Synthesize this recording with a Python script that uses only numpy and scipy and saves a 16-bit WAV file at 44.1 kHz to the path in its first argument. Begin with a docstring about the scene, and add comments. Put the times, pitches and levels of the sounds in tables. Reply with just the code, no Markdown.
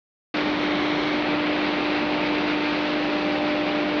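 """A rotor's hum, a machine's roar and a dense rattle cut in together at 0.34 s: a wood chipper
running steadily in a concrete yard, heard from beside its discharge conveyor.
Chips strike the chute and belt, churning air and wood drive the housing, motors add weak tones.
The microphone swings to the belt, then to the chip pit, which shifts the colour of the rattle."""
import sys
import numpy as np
from scipy import signal
from scipy.fft import rfft, irfft, next_fast_len
from scipy.io import wavfile
from scipy.ndimage import map_coordinates

SR = 44100
rng = np.random.default_rng(int(sys.argv[2]) if len(sys.argv) > 2 else 0)


def waveform_to_disk(signal):
    """Save audio, clipped to [-1, 1], as 16-bit WAV at the path in sys.argv[1]."""
    frames = np.transpose(np.atleast_2d(signal))
    scaled = np.clip(frames, -1, 1) * 32767
    samples = np.round(scaled).astype(np.int16)
    wavfile.write(sys.argv[1], SR, samples)


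N = 176400

ROTOR_HZ, HUM_FLUTTER_DB, HUM_JITTER_RAD = 299.5, .65, .087
CHIPS_PER_S, CHIP_SCATTER_DB, CHIP_T60_S = 900, 2.5, .0054
TICKS_DB = -7  # relative to the rush
SURGE_DB, SURGE_PER_S = .64, 22
TREBLE_HZ, WHINE_HZ = 4200, 794
START_S, TOP_HZ = .34, 10200

# Rotor hum as the microphone moves (time [s], fundamental [dB], 2nd harmonic [dB], 3rd harmonic [dB])
HUM_LEVELS = [(.4, -27.5, -42, -44), (1.0, -27, -37, -48), (1.22, -27, -37, -45), (1.3, -27, -35, -41),
              (1.55, -27, -36, -46.5), (1.66, -29.5, -38, -40), (1.95, -27, -37, -42.5),
              (2.13, -28, -35.5, -37), (2.35, -27, -40, -40.5), (2.68, -27.5, -38.5, -38.5),
              (2.9, -27.5, -34.5, -49), (3.35, -27, -32, -44.5), (3.78, -27.5, -31.5, -52),
              (4.0, -26.5, -34.5, -43)]
# Rattle spectrum facing the belt (frequency [Hz], relative density [dB])
BELT_SPECTRUM = [(300, -24), (800, -12), (1200, -2.5), (1750, -5), (2230, 1.5), (2620, -8), (3100, -5),
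                 (4150, -7.5), (4800, -19.5), (5250, -19), (6000, -26.5), (6500, -33.5), (7200, -44.5),
                 (8200, -53.5), (10000, -61.5)]
# Rattle spectrum facing the pit (frequency [Hz], relative density [dB])
PIT_SPECTRUM = [(300, -26), (800, -7.5), (1300, -2.5), (1800, -2.5), (2300, 0.5), (2650, 0.5), (3000, -5),
                (4100, -8), (4850, -14), (5350, -22.5), (6000, -28), (6500, -36.5), (7200, -45),
                (8200, -53.5), (10000, -63.5)]
# Microphone aim (time [s], aim [0 = belt, 1 = pit])
MIC_AIM = [(.36, 0.73), (.7, 0.025), (1.07, 0), (1.24, 0.89)]
# Rattle treble, dulling briefly around the turn (time [s], gain [dB])
TREBLE_GAIN = [(.4, 1.5), (.7, -2), (1.12, 0), (1.38, -4), (1.55, -1), (2.9, 0), (3.4, 0.5), (4.0, -1)]
# Housing roar spectrum (frequency [Hz], relative density [dB])
ROAR_SPECTRUM = [(20, -34.5), (40, -24), (70, -13.5), (100, -14), (140, -6.5), (185, -2), (250, -2),
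                 (400, -1), (465, -1.5), (530, -0.6), (650, -4.5), (715, -2.5), (750, -3), (790, -4),
                 (870, -5.5), (1000, -5.5), (1500, -11), (2200, -16), (4000, -42.5), (9000, -88)]
# Noise levels (time [s], roar [dB], rattle [dB])
NOISE_LEVELS = [(.4, -29, -29.5), (1.0, -29, -30), (1.5, -29, -29.5), (2.2, -29.5, -30), (2.8, -30, -30),
                (3.3, -30.5, -31), (4.0, -30, -31)]
# Motor, drive and bearing tones (frequency [Hz], level [dB], phase wander [rad])
DRIVE_TONES = [(50, -55.5, .1), (178.5, -48, .6), (199.7, -46, .3), (248.5, -45, .8), (351.5, -38.5, .8),
               (382.4, -44, .3), (1897, -53, .8), (6034, -75.5, 1.2)]
# Drive whine (time [s], level [dB])
WHINE_LEVEL = [(.4, -44.5), (1.5, -49), (1.8, -41), (2.5, -49.5), (3.25, -39), (4.0, -46.5)]


def rotor_hum():
    """The spinning rotor hums in three harmonics that flutter slightly with the load."""
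    drift_rad = HUM_JITTER_RAD * wobble(12)
    return sum(amp(level_db + HUM_FLUTTER_DB * wobble(15)) * tone(k * ROTOR_HZ, k * drift_rad)
               for k, level_db in enumerate(curves(HUM_LEVELS), 1))


def chip_rattle():
    """Countless small impacts merge into a rush; the nearer ones tick through it."""
    rush, crack, size = rng.standard_normal((3, N))
    hits = (rng.random(N) < CHIPS_PER_S / SR) * amp(CHIP_SCATTER_DB * np.clip(size, -2, 2))
    decay_per_sample = amp(-60 / (CHIP_T60_S * SR))
    energy = signal.lfilter([1], [1, -decay_per_sample ** 2], hits ** 2)
    ticks = amp(TICKS_DB) * unit(crack * np.sqrt(energy))
    flow = (rush + ticks) * amp(SURGE_DB * wobble(SURGE_PER_S))  # uneven chip flow
    aim, = curves(MIC_AIM)
    rattle = (1 - aim) * coloured(flow, BELT_SPECTRUM) + aim * coloured(flow, PIT_SPECTRUM)
    treble = filtered(rattle, lambda hz: 1 - 1 / (1 + (hz / TREBLE_HZ) ** 10))
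    treble_db, = curves(TREBLE_GAIN)
    return rattle + (amp(treble_db) - 1) * treble


def housing_roar():
    """Churning air and wood make the steel housing roar."""
    return coloured(rng.standard_normal(N), ROAR_SPECTRUM) * amp(.3 * wobble(9.5))


def drive_tones():
    """Motors, belts and bearings add weaker, less steady tones."""
    whine_db, = curves(WHINE_LEVEL)
    whine = amp(whine_db) * tone(WHINE_HZ, .5 * wobble(7))
    return whine + sum(amp(db) * tone(hz, wander_rad * wobble(8)) for hz, db, wander_rad in DRIVE_TONES)


def amp(db):
    """Decibels to gain."""
    return 10 ** (np.asarray(db) / 20)


def unit(x):
    """Scale to rms 1."""
    return x / np.sqrt(np.mean(x ** 2) + 1e-20)


def clock_s():
    """Time of each sample."""
    return np.arange(N) / SR


def curves(rows):
    """One per-sample curve for each column after the time."""
    time_s, *columns = np.transpose(rows)
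    return [np.interp(clock_s(), time_s, column) for column in columns]


def wobble(knots_per_s):
    """Smooth random curve, rms near 1."""
    return map_coordinates(rng.standard_normal(1024), [clock_s() * knots_per_s + 2], mode="wrap")


def filtered(x, response):
    """Zero-phase filter with gain response(hz)."""
    n_fft = next_fast_len(N + 8192)
    return irfft(rfft(x, n_fft) * response(np.fft.rfftfreq(n_fft, 1 / SR)), n_fft)[:N]


def coloured(x, spectrum):
    """x shaped by (frequency [Hz], gain [dB]) points, at rms 1."""
    points_hz, points_db = np.transpose(spectrum)
    return unit(filtered(x, lambda hz: amp(np.interp(np.log(hz + 1), np.log(points_hz), points_db))))


def tone(hz, drift_rad):
    """Sine of rms 1 with drifting phase."""
    return np.sqrt(2) * np.sin(2 * np.pi * (hz * clock_s() + rng.random()) + drift_rad)


def scene():
    """The whole machine at the microphone, mono."""
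    roar_db, rattle_db = curves(NOISE_LEVELS)
    tones = rotor_hum() + drive_tones()
    return (tones + amp(roar_db) * housing_roar() + amp(rattle_db) * chip_rattle())[None]


def record(dry):
    """The microphone opens in 3 ms at START_S and passes nothing above TOP_HZ."""
    gate = np.clip((clock_s() - START_S) / .003, 0, 1)
    return filtered(dry[0] * gate, lambda hz: np.clip((TOP_HZ - hz) / 200, 0, 1))[None]


dry = scene()
out = record(dry)
waveform_to_disk(out)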